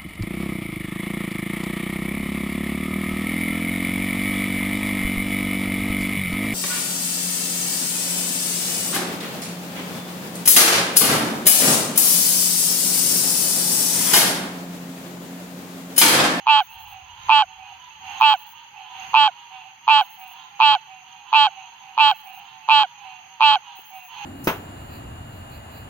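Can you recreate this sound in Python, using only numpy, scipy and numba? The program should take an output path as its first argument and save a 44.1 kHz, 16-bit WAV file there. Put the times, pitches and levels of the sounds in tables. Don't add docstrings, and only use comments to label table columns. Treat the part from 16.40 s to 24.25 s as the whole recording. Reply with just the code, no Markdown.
import sys
import numpy as np
from scipy import signal
from scipy.fft import rfft, irfft
from scipy.io import wavfile
from scipy.ndimage import uniform_filter1d, minimum_filter1d
from numba import njit

SR = 44100
rng = np.random.default_rng(int(sys.argv[2]) if len(sys.argv) > 2 else 0)


def master(y):
    cut = np.clip(np.atleast_2d(y).T, -1, 1)
    pcm = np.round(cut * 32767)
    wavfile.write(sys.argv[1], SR, pcm.astype(np.int16))


N = 346185
TIME = np.arange(N) / SR
LEAD_S = .012

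# time in seconds, sac ring in Hz, ring gain in dB, buzz gain in dB,
# formant in Hz, formant boost in dB.
COURSE = [(0, 886, -2, 5, 2300, -19), (.008, 877, -4.5, 4, 2440, 12.5), (.03, 890.5, -3.5, 7, 2600, 14.5),
          (.06, 875.5, -4.5, 10.5, 2870, 5), (.085, 868.4, -4, 10.5, 3075, 3),
          (.145, 851.3, -6, 8, 3180, 0.5)]


def undb(db):
    return 10 ** (np.asarray(db) / 20)


def level(x, rms_db):
    return x * undb(rms_db) / np.sqrt(np.mean(x ** 2))


def curve(rows, x):
    knots, *columns = np.transpose(rows)
    return [np.interp(x, knots, column) for column in columns]


def pan(db):
    return undb(np.array([[db], [-db]]) / 2)


def add(track, x, start_s):
    at = int(start_s * SR) + np.arange(len(x))
    inside = (at >= 0) & (at < len(track))
    track[at[inside]] += x[inside]


def colour(x, points, size=2048):
    hz, db = np.transpose(points)
    gain_db = np.interp(np.log(np.arange(size // 2 + 1) * SR / size + 1), np.log(hz), db)
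    cepstrum = irfft(np.log(undb(gain_db)))[:size // 2]
    cepstrum[1:] *= 2
    impulse = irfft(np.exp(rfft(cepstrum, size)))[:size // 2]
    return signal.oaconvolve(x, impulse)[:len(x)]


def noise(points, rms_db):
    return level(colour(rng.standard_normal(N), points), rms_db)


def walk(rate_hz):
    knots = np.arange(0, N / SR + 1, 1 / rate_hz)
    return np.interp(TIME, knots, rng.standard_normal(len(knots)))


@njit
def resonance(x, hz, width_hz):
    y, band, low = np.empty(len(x)), 0., 0.
    for i in range(len(x)):
        g, damping = np.tan(np.pi * min(hz[i], .45 * SR) / SR), width_hz / hz[i]
        v = (band + g * (x[i] + 1e-18 - low)) / (1 + g * (g + damping))
        band, low, y[i] = 2 * v - band, low + 2 * g * v, damping * v
    return y


def clicks(times_s, sizes, count):
    at = (times_s * SR).astype(int)[:, None] + np.arange(-7, 9)
    offset = at - times_s[:, None] * SR
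    shape = np.sinc(offset) * np.cos(np.pi * offset / 16) ** 2
    return np.bincount(np.clip(at, 0, count - 1).ravel(), (sizes[:, None] * shape).ravel(), count)


def trees(x, t60_s):
    t = TIME[:SR]
    tails = rng.standard_normal((2, SR)) * undb(-60 * t / t60_s) * (1 - np.exp(-t / .01))
    return signal.fftconvolve(x[None], tails / np.sqrt(np.sum(tails ** 2) / 2), axes=1)[:, :N]


def night_air(draught_peak_s=.51, rise_db_per_s=33.5, fade_db_per_s=13):
    # frequency in Hz, gain in dB.
    wash_spectrum = [(200, -19), (620, -14.5), (900, 1), (1400, -1), (2100, 2.5), (2750, 6.5), (3200, 2.5),
                     (3800, -16), (4500, -7), (5500, -19.5), (8000, -32.5), (12500, -18), (16000, -22)]
    hum_spectrum = [(20, -25.5), (45, -14), (75, -4.5), (140, 1.5), (220, -6), (330, -13), (600, -13),
                    (1500, -42.5)]
    draught_spectrum = [(20, -23.5), (50, -18), (78, -3.5), (120, -13.5), (200, -33), (600, -57)]
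    wash = np.array([noise(wash_spectrum, -52) * undb(walk(9.3)) for _ in range(2)])
    hum = noise(hum_spectrum, -68.5)
    since_s = TIME - draught_peak_s
    swell_db = np.minimum(rise_db_per_s * since_s, -fade_db_per_s * since_s)
    draught = noise(draught_spectrum, -55.5) * undb(swell_db + 1.5 * walk(5.6))
    return pan(-4.5) * wash + pan(-1.7) * (hum + draught)


def crickets(flutter_db=3, swell_db=1.7):
    # frequency in Hz, gain in dB.
    spectrum = [(5200, -41.5), (5950, -20.5), (6250, -3.5), (6550, -1), (6750, -19), (7300, -50.5)]
    ports = [noise(spectrum, -58.5) * undb(flutter_db * walk(70) + swell_db * walk(3.246))
             for _ in range(2)]
    return pan(-2.5) * np.array(ports)


def katydid(stroke_s=.088, tooth_hz=900, echo_db=-9):
    # start in seconds, gain in dB.
    phrases = [(.195, 3), (1.789, 3.5), (3.594, 3), (5.652, 3), (7.349, 4)]
    # frequency in Hz, gain in dB.
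    spectrum = [(8500, -59), (10300, -22.5), (11800, -19), (13000, -14.5), (14800, -13.5), (15700, 1),
                (16500, -15)]
    stroke_phase = TIME[:int(4 * stroke_s * SR)] / stroke_s % 1
    strokes = np.clip(stroke_phase / .24, 0, 1) * np.clip((1 - stroke_phase) / .18, 0, 1)
    effort = np.zeros(N)
    for start_s, db in phrases:
        add(effort, undb(db) * strokes, start_s)
    tooth_phase = np.cumsum(tooth_hz * (1 + .09 * walk(83))) / SR % 1
    scrape = np.exp(-.7 * tooth_phase) * rng.standard_normal(N)
    rasp = effort * level(colour(scrape, spectrum), -55)
    return pan(8.8) * rasp + undb(echo_db) * trees(rasp, t60_s=.55)


def knock(start_s=7.388, gain_db=-27, centre_hz=339.7, width_hz=220., decay_s=.0068):
    t = TIME[:SR // 10]
    burst = rng.standard_normal(len(t)) * np.exp(-t / decay_s)
    hz = np.full(len(t), centre_hz)
    out = np.zeros(N)
    add(out, resonance(resonance(burst, hz, width_hz), hz, width_hz), start_s)
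    return undb(gain_db) * out


def resized(call, ring_hz):
    step = ring_hz / COURSE[0][1]
    return np.interp(np.arange(0, len(call), step), np.arange(len(call)), call)


def caller(call, ring_hz, first_s, period_s, slip_s, spread_db=2, pitch_spread=.00618):
    out = np.zeros(N)
    for k, (late, sharp, loud) in enumerate(rng.standard_normal((20, 3))):
        varied = undb(spread_db * loud) * resized(call, ring_hz * (1 + pitch_spread * sharp))
        add(out, varied, first_s + k * period_s + slip_s * late)
    return out


def other_frogs(answer_hz=763, chorus_db=-39.5, direct_db=-4, echo_db=-6):
    # sac ring in Hz, first call in seconds, period in seconds, gain in dB.
    neighbours = [(896, .33, .665, -38.5), (768, .30, .725, -42.5), (925, .42, .70, -45)]
    # start in seconds, gain in dB.
    answers = [(.50, -36.5), (1.16, -36), (1.60, -39.5), (2.35, -36.5), (2.51, -41.5), (3.10, -33.5),
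               (3.77, -34), (4.47, -35.5), (5.14, -34.5), (5.83, -35.5), (6.63, -33.5), (7.50, -32.5)]
    # sac ring in Hz, period in seconds.
    chorus = [(790, 0.68), (830, .61), (880, 0.42), (915, .56), (950, 0.44), (975, 0.85), (1015, .58),
              (1050, 1.1)]
    # frequency in Hz, gain in dB.
    wood = [(550, -35), (680, -12.5), (750, 1), (1000, -1.5), (1200, -4.5), (1800, -0.5), (2250, -6),
            (2600, 4), (3100, 3), (3750, -5), (4120, 4.5), (5000, -13), (8000, -20)]
    calls = [honk(length_s, 0) for length_s in rng.uniform(.11, .15, 8)]
    near = sum(undb(db) * caller(call, hz, first_s, period_s, slip_s=.02)
               for call, (hz, first_s, period_s, db) in zip(calls, neighbours))
    for k, (start_s, db) in enumerate(answers):
        add(near, undb(db) * resized(calls[k % len(calls)], answer_hz), start_s - LEAD_S)
    far = sum(caller(call, hz, -rng.random() * period_s, period_s, slip_s=.05)
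              for call, (hz, period_s) in zip(calls, chorus))
    near, far = colour(near, wood), colour(undb(chorus_db) * far, wood)
    direct = undb(direct_db) * (near + 1.01 * far)
    echo = undb(echo_db) * trees(near + 1.38 * far, t60_s=.7)
    return pan(-9.5) * direct + pan(-4) * echo


def fold_pulses(t, cycles, length_s, steady_gap=3, tick_db=-20):
    start_gaps = [7, 7, 7, 5, 4]
    end_gaps = [4, 4, 4, 4, 6]
    steady_cycles = np.interp(length_s, t, cycles) - sum(start_gaps[1:]) - sum(end_gaps)
    gaps = np.r_[start_gaps, [steady_gap] * round(steady_cycles / steady_gap), end_gaps]
    gaps[-9:-2] = rng.permutation(gaps[-9:-2])
    pulse_s = np.interp(np.r_[0, np.cumsum(gaps)] - gaps[0], cycles, t)
    push = np.ones(len(pulse_s))
    push[0] = undb(tick_db)
    return pulse_s, push


def sac_ring(pulse_s, push, sharpness, sigh, cycles, ring_s):
    # frequency in Hz, gain in dB.
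    spectrum = [(150, -28.5), (290, -21), (470, -26), (600, -22.5), (710, -11), (870, -1), (1160, 8),
                (1450, 9.5), (1750, 11), (2100, 6), (2700, -36.5), (5000, -43.5)]
    refill = 1 - np.exp(-np.diff(pulse_s, prepend=-1) / ring_s)
    kicks = clicks(pulse_s + LEAD_S, push * refill, len(cycles))
    kicks = sharpness * uniform_filter1d(kicks, 15) + (1 - sharpness) * uniform_filter1d(kicks, 70)
    swing = signal.lfilter([1], [1, -np.exp(-1 / (ring_s * SR))], kicks)
    return colour((swing + sigh) * np.sin(2 * np.pi * cycles), spectrum)


def fold_buzz(snaps, formant_hz, boost_db, bright_db, formant_width_hz=295., edge_hz=4000.):
    # frequency in Hz, gain in dB.
    spectrum = [(500, -52.5), (1500, -18.5), (2050, -13.5), (2330, -5), (2650, 5), (2950, 4), (3220, 7),
                (3500, -4.5), (4200, 0), (4700, -6.5), (5400, -23), (6600, -36), (7200, -15), (7600, -14.5),
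                (8300, -43.5), (9200, -39.5), (11000, -53), (16000, -53)]
    detune = 1 + .0083 * rng.standard_normal()
    formant = undb(boost_db) * resonance(snaps, formant_hz * detune, formant_width_hz)
    buzz = colour(snaps + formant, spectrum)
    edge = resonance(buzz, np.full(len(buzz), edge_hz), width_hz=1100.)
    return buzz + (undb(bright_db) - 1) * edge


def whistle(t, snaps, start_hz=16200, fall_hz_per_s=28000, width_hz=1500., gain_db=-29):
    hz = start_hz - fall_hz_per_s * t
    ragged = snaps * rng.standard_normal(len(t))
    return undb(gain_db) * resonance(resonance(ragged, hz, width_hz), hz, width_hz)


def honk(length_s, bright_db, ring_s=.0049, sigh_s=.027, sigh_db=-9.5, fall_hz=165,
         snap_delay_s=.00036, jitter_s=.00003, shimmer_db=1, leak_db=-19):
    # multiple of the ring frequency, gain in dB.
    partials = [(2, -11), (3, -23.5), (4, -16.5), (5, -32)]
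    t = TIME[:SR // 5] - LEAD_S
    ring_hz, ring_db, buzz_db, formant_hz, boost_db = curve(COURSE, t)
    slack = np.clip((t - length_s) / sigh_s, 0, 1)
    cycles = np.cumsum(ring_hz - fall_hz * slack ** .7) / SR
    cycles -= np.interp(0, t, cycles)
    pulse_s, push = fold_pulses(t, cycles, length_s)
    sharpness = np.sin(np.pi * np.clip(t / (length_s + sigh_s), 0, 1))
    sigh = undb(sigh_db) * np.cos(np.pi / 2 * slack) * (1 - np.exp(-slack * sigh_s / ring_s))
    sac_push = push * undb(np.interp(pulse_s, t, ring_db))
    ring = sac_ring(pulse_s, sac_push, sharpness, sigh, cycles, ring_s)
    overtones = sum(undb(db) * np.sin(2 * np.pi * round(k) * cycles) for k, db in partials)
    overtones *= sigh * np.sqrt(1 - slack)
    unevenness = np.interp(pulse_s / length_s, [.6, 1], [.06, 1])
    late, loud = unevenness * rng.standard_normal((2, len(pulse_s)))
    snap_s = pulse_s + LEAD_S + snap_delay_s + jitter_s * late
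    snaps = clicks(snap_s, push * undb(shimmer_db * loud), len(t)) * undb(buzz_db + .16 * bright_db)
    snaps = sharpness * snaps + (1 - sharpness) * uniform_filter1d(snaps, 5)
    snaps += undb(leak_db) * sigh * (1 - slack) * rng.standard_normal(len(t))
    return ring + overtones - fold_buzz(snaps, formant_hz, boost_db, bright_db) + whistle(t, snaps)


def near_frog(echo_db=-43):
    # start in seconds, length to the last pulse in seconds, brightness in dB.
    honks = [(.070, .135, -1.5), (.895, .126, -2.5), (1.812, .126, -1.5), (2.743, .133, -1.5),
             (3.480, .129, -1), (4.203, .147, 1.5), (4.930, .137, 1.5), (5.579, .133, 1), (6.289, .146, 2),
             (7.008, .147, 2)]
    # frequency in Hz, gain in dB, phase lead in radians.
    ports = [(290, 1.0, 0.5), (870, -5, 0.05), (1220, -8.5, 1.06), (1450, -16, -0.33), (1890, -7, 3.5),
             (2516, 6, 7), (2678, -4, 7.5), (2740, 3, 8.5), (2960, -7.5, 7.5), (3780, 3.5, 8.5),
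             (4160, -18, 8.5), (5170, -6.5, 12), (5960, 2, 11.5), (7500, -3, 15.5), (12960, 4.5, 28.5)]
    right = np.zeros(N)
    for start_s, length_s, bright_db in honks:
        add(right, honk(length_s, bright_db), start_s - LEAD_S - .001)
    port_db, lead_rad = curve(ports, np.arange(N // 2 + 1) * SR / N)
    left = irfft(rfft(right) * undb(port_db) * np.exp(1j * lead_rad), N)
    return np.array([left, right]) + undb(echo_db) * trees(right, t60_s=.98)


@njit
def ride_gain(headroom_db, attack_s=.06, hold_s=.56, rise_db_per_s=71.5, max_db=8.5, overshoot_db=.52):
    out, gain_db, quiet_s = np.empty(len(headroom_db)), 0., 0.
    for i, room_db in enumerate(headroom_db):
        quiet_s = 0. if room_db < 3 else quiet_s + 1 / SR
        if gain_db > room_db:
            gain_db = min(gain_db + (room_db - gain_db) / (attack_s * SR), room_db + overshoot_db)
        elif quiet_s > hold_s:
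            gain_db = min(gain_db + rise_db_per_s / SR, max_db)
        out[i] = gain_db
    return out


def gain_control(x, aim_db=-10.5):
    power = uniform_filter1d(np.mean(x ** 2, axis=0), SR // 150)
    gain_db = ride_gain(aim_db - 10 * np.log10(np.maximum(power, 1e-12)))
    ahead_db = minimum_filter1d(gain_db, SR // 100)
    return x * undb(uniform_filter1d(ahead_db, SR // 200))


def scene():
    return near_frog() + katydid() + other_frogs() + crickets() + night_air() + knock()


def record(dry):
    top_hz = 15950
    lowpass = signal.ellip(10, .2, 70, top_hz, fs=SR, output="sos")
    return signal.sosfilt(lowpass, np.clip(gain_control(dry), -1, 1))


dry = scene()
out = record(dry)
master(out)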